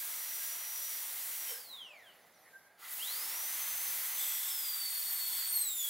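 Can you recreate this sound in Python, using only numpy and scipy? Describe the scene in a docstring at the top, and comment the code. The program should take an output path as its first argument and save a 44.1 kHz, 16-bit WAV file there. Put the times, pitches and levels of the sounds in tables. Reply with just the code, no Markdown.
"""A dental air turbine whines at close range under its water spray; the pedal is let go and the rotor coasts down.
After a lull a turbine spins up and its bur bites into a hard piece, which drags the speed down and rings.
Rotor orders are sines on one shaft angle; exhaust, spray, cutting and a low room hum are coloured noise.
Air lines add brief whistles made of tone and breath; a small hard room answers the rotor and whistles."""
import sys
import numpy as np
from scipy import signal
from scipy.fft import rfft, irfft, next_fast_len
from scipy.io import wavfile
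from scipy.ndimage import uniform_filter1d, map_coordinates

SR = 44100
rng = np.random.default_rng(int(sys.argv[2]) if len(sys.argv) > 2 else 0)


def generate_wav(sig):
    """Save sig (samples, or channels by samples) to the path in sys.argv[1] as 16-bit PCM at SR."""
    pcm = np.round(np.clip(np.atleast_2d(sig).T, -1, 1) * 32767).astype(np.int16)
    wavfile.write(sys.argv[1], SR, pcm)


N = 259749  # length in samples

# Murmur of machines and ventilation. Each row: time in seconds, level in dB.
HUM = [(0, -65.5), (2.1, -65.5), (2.8, -68), (3.15, -62.5), (4.3, -66.5), (4.4, -72), (5.89, -74)]
# Tone colour of that murmur. Each row: frequency in Hz, relative level per Hz in dB.
HUM_COLOUR = [(15, -78), (25, -26.5), (169, -11.5), (261, -12), (324, -12), (570, -5.5), (652, -4.5),
              (831, -4.5), (901, -9.5), (2080, -9.5), (4930, -72), (5790, -37), (6810, -43), (10500, -20),
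              (15700, -41)]
# Flow of air and water. Each row: time in seconds, exhaust level in dB, spray level in dB.
AIR = [(0, -52.5, -37.5), (1.44, -52, -37.5), (1.51, -50.5, -35.5), (1.67, -64, -52), (1.72, -63, -55),
       (1.9, -66.5, -71), (2.05, -68, -66), (2.4, -71, -75), (2.54, -72.5, -72), (2.77, -75, -75),
       (2.8, -62, -56.5), (2.85, -53, -48), (2.93, -53, -40.5), (3.2, -49.5, -36), (3.6, -48.5, -35),
       (4.21, -48, -35), (4.7, -52, -38), (5.05, -52, -37.5), (5.53, -51.5, -36.5), (5.73, -58.5, -41.5),
       (5.89, -55, -38)]
# Colour of the exhaust rush. Each row: frequency in Hz, relative level per Hz in dB.
EXHAUST_COLOUR = [(180, -37), (300, -26.5), (595, -13), (653, -16), (775, -6.5), (1780, -3), (2050, 2),
                  (2350, -3.5), (2710, -5), (3440, -4.5), (4840, -7.5), (5520, -12), (5980, -15),
                  (7000, -9.5), (9100, -53), (15400, -120)]
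# Colour of the spray hiss. Each row: frequency in Hz, relative level per Hz in dB.
SPRAY_COLOUR = [(1500, -57), (2500, -20), (3400, -12.5), (5000, -11.5), (7000, -8.5), (10000, -5),
                (13900, -2), (15800, -2.5)]
# Colour of the air leaking from the nozzle. Each row: frequency in Hz, relative level per Hz in dB.
NOZZLE_COLOUR = [(6000, -14), (9000, -13), (11700, 2), (13000, -7), (15800, -34)]
# Short whistles in the air lines. Each row: peak time in seconds, pitch in Hz, width in Hz,
# peak level in dB, time to fall 60 dB in seconds.
WHISTLES = [(.045, 1636, 49.4, -56, 0.14), (.43, 1624, 58.3, -56, .2), (1.49, 3085, 49.7, -53, 0.23),
            (1.53, 500, 78.9, -58, 0.15), (1.57, 1620, 59.6, -56, 0.083), (1.74, 1040, 149, -65, 1),
            (1.93, 646, 200, -66, 1), (2.48, 1910, 400, -64.5, 0.18), (2.559, 1590, 43.6, -56.5, 0.1),
            (2.64, 1600, 87, -71.5, 1.4), (2.851, 2000, 150, -59, 0.27), (2.84, 1310, 253, -56, 0.19)]
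# Bur on the work piece. Each row: time in seconds, level in dB.
CUT = [(4.12, -86), (4.18, -40), (4.24, -36.5), (4.4, -41), (4.7, -42), (4.9, -46), (5.45, -42.5),
       (5.6, -54), (5.89, -42)]
# Resonances of the piece. Each row: centre in Hz, width in Hz, level in dB before sharpening.
PIECE = [(3450, 300, 1.5), (5160, 750, -9.5), (7900, 740, 1), (11000, 350, -6.5), (13100, 1300, -3),
         (13440, 590, 3.5)]
# Shaft speed. Each row: time in seconds, turns per second in Hz.
SPEED = [(0, 5830), (1.33, 5814), (1.46, 5740), (1.53, 5490), (1.62, 4700), (1.83, 3085), (2.05, 1670),
         (2.17, 1200), (2.35, 733), (2.55, 420), (2.82, 130), (2.9, 860), (2.98, 2430), (3.05, 3520),
         (3.14, 4590), (3.23, 5190), (3.36, 5730), (3.5, 6070), (3.65, 6150), (3.97, 6195), (4.18, 6183),
         (4.28, 5990), (4.5, 5375), (4.7, 4750), (4.9, 4455), (5.05, 4460), (5.3, 4400), (5.42, 4480),
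         (5.51, 4460), (5.59, 4240), (5.7, 3810), (5.83, 3400), (5.89, 3310)]
# Whine before the head colours it. Each row: time in seconds, then levels of the
# 1st, 2nd and 3rd shaft order in dB.
WHINE = [(0, -67.5, -61, -90), (.3, -57.5, -70, -90), (.85, -54.5, -64, -90), (1.22, -70.5, -82, -94),
         (1.41, -54.5, -64, -72), (1.54, -57, -66, -70), (1.64, -60, -72, -76), (1.72, -50.5, -72, -69),
         (2.0, -52.5, -78, -81), (2.1, -66, -58.5, -95), (2.2, -100, -100, -100), (2.97, -100, -100, -100),
         (2.995, -45, -72, -100), (3.15, -49, -68, -100), (3.35, -54.5, -53, -100), (3.7, -51.5, -51, -100),
         (4.05, -50.5, -49.5, -100), (4.3, -56, -57, -90), (4.45, -63, -55, -70), (4.52, -45, -57, -48),
         (4.88, -44, -49.5, -50), (5.0, -53.5, -56, -48), (5.12, -46, -49.5, -44), (5.46, -46, -51.5, -47),
         (5.56, -44, -38, -33.5), (5.66, -50.5, -35.5, -48), (5.74, -51, -48.5, -46),
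         (5.81, -44, -39.5, -49), (5.89, -45, -59, -45)]
# Buzz of blades (multiples of 8) and ball bearings (uneven multiples).
# Each row: multiple of the shaft rate, level in dB relative to the coasting swell.
BUZZ_ORDERS = [(4.87, -12), (5.82, 1), (8, -1), (9.66, 0), (12.7, -4), (14.6, 0), (16, -2), (18.4, 1),
               (19.6, 1), (23, 1), (28, -3)]
# Resonances of the head. Each row: centre in Hz, width in Hz, level in dB before sharpening.
HEAD = [(3200, 350, 2), (3850, 250, 2), (4400, 350, 0), (5850, 600, 3), (7500, 450, 0), (9000, 500, 1),
        (10500, 700, 1), (12000, 900, 2), (14000, 1500, 1)]
# Side level by frequency, one curve for air and cutting, one for hum and leak.
# Each row: frequency in Hz, side relative to mid in dB.
AIR_CUT_SIDE = [(30, -33), (500, -22), (1200, -23.5), (3000, -52), (6500, -29.5), (9000, -12.5),
                (12000, -7.5), (15000, -4.5)]
HUM_LEAK_SIDE = [(30, -24), (300, -25), (2000, -11.5), (5500, 12), (15000, -13)]
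# Decay of the walls. Each row: frequency in Hz, time to fall 60 dB in seconds.
WALLS = [(300, .4), (3000, .35), (6000, .32), (12000, .16)]
# Stereo lean of the two ports. Each row: frequency in Hz, left minus right in dB.
LEAN = [(60, 3), (240, 3.5), (700, 0.5), (3770, -0.7), (15000, 0.1)]
# Swells of the coasting buzz, a brief rising siren tone as the jet spins up the rotor, and the last nozzle air.
# Each holds: start, attack, hold and release in seconds, level in dB.
COAST = (1.75, .25, .5, .35, -83)
RISING_TONE = (2.89, .025, .045, .012, -47)
LEAK = (1.55, 0.95, .17, .1, -70.5)

FADE_DB = 40  # span of a swell's attack and release
FOURTH_DB = -44  # 4th shaft order before the head, only while the bur bites
CLOSE_S, BUFFET_S = 1.54, .09  # when the valve closes; how long it buffets the blades
PUFF_RISE_S = 0.05  # a whistle is 20 dB under its peak this long before it
HUM_LEAN_DB = -3.5  # left minus right, ahead of the lean of the ports
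TOP_HZ = 15780  # band limit


def amp(db):
    """Gain of a level in dB."""
    return 10 ** (np.asarray(db) / 20)


def unit(x):
    """Scale x to rms 1."""
    return x / np.sqrt(np.mean(x ** 2) + 1e-20)


def along(points, hz):
    """Read a curve of (Hz, value) points on a log frequency axis."""
    f, v = np.transpose(points)
    return np.interp(np.log(hz + 1), np.log(f + 1), v)


def curves(rows):
    """One value per sample for each column after the time."""
    s, *cols = np.transpose(rows)
    return [np.interp(np.arange(N) / SR, s, c) for c in cols]


def swell(start, attack, hold, release, db):
    """Level in dB of an attack, hold and release; silent outside."""
    corners = start + np.cumsum([0, attack, hold, release])
    return np.interp(np.arange(N) / SR, corners, [db - FADE_DB, db, db, db - FADE_DB], -200, -200)


def wobble(rate):
    """A smooth random curve with rate knots a second."""
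    knots = rng.standard_normal(int(N * rate / SR) + 4)
    return map_coordinates(knots, [np.arange(N) * rate / SR])


def filtered(x, response):
    """Shape the spectrum of x by a response of frequency."""
    m = next_fast_len(N + SR // 2)
    return irfft(rfft(x, m) * response(np.fft.rfftfreq(m, 1 / SR)), m)[..., :N]


def peak(hz, centre_hz, width_hz):
    """Magnitude of one resonance, 1 at its centre."""
    return hz * width_hz / np.hypot(centre_hz ** 2 - hz ** 2, hz * width_hz)


def modes(table, hz):
    """Joint magnitude of several resonances, their powers added."""
    return np.sqrt(sum((amp(db) * peak(hz, c, w)) ** 2 for c, w, db in table))


def rush(gain, side_db, patchy_db):
    """Stereo noise of rms 1, turbulent in time-frequency patches of random gain."""
    z = signal.stft(rng.standard_normal((2, N)), nperseg=512)[2]
    field = uniform_filter1d(rng.standard_normal(z.shape[1:]), size=5, axis=0)
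    field = uniform_filter1d(field, size=12, axis=1)
    pair = signal.istft(z * amp(patchy_db * unit(field)), nperseg=512)[1][:, :N]
    mid, side = filtered(pair, lambda hz: gain(hz) * [np.ones_like(hz), amp(along(side_db, hz))])
    return unit(np.array([mid + side, mid - side]))


def hum():
    """Machines and ventilation blend into a low noise murmur."""
    murmur = rush(lambda hz: amp(along(HUM_COLOUR, hz)), HUM_LEAK_SIDE, patchy_db=1.34)
    return amp(curves(HUM)[0] + HUM_LEAN_DB * np.array([[.5], [-.5]])) * murmur


def room(x):
    """Walls scatter the sound into a noise tail in which each frequency dies at its own speed."""
    hz, t, z = signal.stft(rng.standard_normal((2, SR // 2)), SR, nperseg=256)
    decay_db = -60 * t / along(WALLS, hz)[:, None]
    tail = signal.istft(z * amp(decay_db), SR, nperseg=256)[1]
    delayed = np.pad(x, (130, 0))[None]  # samples before the answer starts
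    return signal.fftconvolve(delayed, tail / np.linalg.norm(tail[0]), axes=1)[:, :N]


def air():
    """Drive air leaves the head as a dull rush; the spray jets hiss and sputter above it."""
    exhaust_db, spray_db = curves(AIR)
    sputter_db = 0.68 * wobble(8) + 0.15 * wobble(45)
    exhaust = rush(lambda hz: amp(along(EXHAUST_COLOUR, hz)), AIR_CUT_SIDE, patchy_db=1.0)
    spray = rush(lambda hz: amp(along(SPRAY_COLOUR, hz)), AIR_CUT_SIDE, patchy_db=0.6)
    leak = rush(lambda hz: amp(along(NOZZLE_COLOUR, hz)), HUM_LEAK_SIDE, patchy_db=1.8)
    body = amp(exhaust_db + 0.42 * wobble(8.5)) * exhaust
    hiss = amp(spray_db + sputter_db) * spray
    return body + hiss + amp(swell(*LEAK)) * leak


def whistles():
    """Each puff of air sounds one wavering pitch, swells and dies; the wider, the breathier."""
    t, out = np.arange(N) / SR, np.zeros(N)
    for s, centre_hz, width_hz, db, t60 in WHISTLES:
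        pitch = centre_hz + .6 * width_hz * wobble(40)
        tone = np.sqrt(2) * np.sin(2 * np.pi * np.cumsum(pitch) / SR)
        breath = unit(filtered(rng.standard_normal(N), lambda hz: peak(hz, centre_hz, width_hz) ** 2))
        share = np.clip(width_hz / 70, 0, 1)  # all breath from 70 Hz width up
        puff = np.sqrt(1 - share) * tone + np.sqrt(share) * breath
        shape_db = np.where(t < s, -20 * ((s - t) / PUFF_RISE_S) ** 2, -60 * (t - s) / t60)
        out += puff * amp(np.maximum(db + shape_db, -200))
    return out


def cutting():
    """Grit scratches the piece and drives its sharp resonances."""
    scratch = rush(lambda hz: modes(PIECE, hz) ** 1.35, AIR_CUT_SIDE, patchy_db=1.1)  # power sharpens them
    return amp(curves(CUT)[0] + .5 * wobble(30)) * scratch


def rotor():
    """Shaft, blade and bearing orders as sines on one shaft angle; each flickers on its own."""
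    speed = uniform_filter1d(curves(SPEED)[0], size=2000)  # inertia rounds every change
    load = np.clip((curves(CUT)[0] + 90) / 40, 0, 1)  # the biting bur shakes the shaft
    # the closing valve buffets the blades
    buffet = np.exp(-((np.arange(N) / SR - CLOSE_S) / BUFFET_S) ** 2)
    levels_db = curves(WHINE) + [np.where(load > .5, FOURTH_DB, -200)]
    shake = (.08 + .36 * load + 1.3 * buffet) * wobble(150)  # radians
    angle = 2 * np.pi * np.cumsum(speed) / SR + shake

    def order(k, db, flicker_db):
        """One sine at k times the shaft rate, muted well above the band limit."""
        sine = np.sqrt(2) * np.sin(k * angle + rng.uniform(0, 2 * np.pi))
        tone = sine * (k * speed < TOP_HZ + 500)
        return tone * amp(db + flicker_db * (0.19 * wobble(8.5) + wobble(70)))

    whine_flicker_db = 1.4 + 1.1 * load + 1.5 * buffet
    whine = sum(order(k + 1, db, whine_flicker_db) for k, db in enumerate(levels_db))
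    buzz = sum(order(k, swell(*COAST) + db + 2.5 * wobble(12), 2.5) for k, db in BUZZ_ORDERS)
    # an order swells whenever it glides through a resonance of the head
    voiced = filtered(whine, lambda hz: amp(-9) + .7 * modes(HEAD, hz) ** 1.4)
    voiced += filtered(buzz, lambda hz: modes(HEAD, hz) ** 2.4 * (hz > 3900))
    rising_tone = order(8.8, swell(*RISING_TONE), 1.1)  # bypasses the head resonances
    return voiced + rising_tone


def scene():
    """All sources; the tones carry their room answer, mostly alike at both ports."""
    tones = rotor() + whistles()
    common, apart = room(tones)
    answer = common + 0.32 * apart * [[1], [-1]]
    return tones + amp(-6) * answer + air() + cutting() + hum()


def record(dry):
    """The two ports differ slightly in level by frequency; nothing is kept above the band limit."""
    return filtered(dry, lambda hz: amp(along(LEAN, hz) * [[.5], [-.5]]) * (hz < TOP_HZ))


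dry = scene()
out = record(dry)
generate_wav(out)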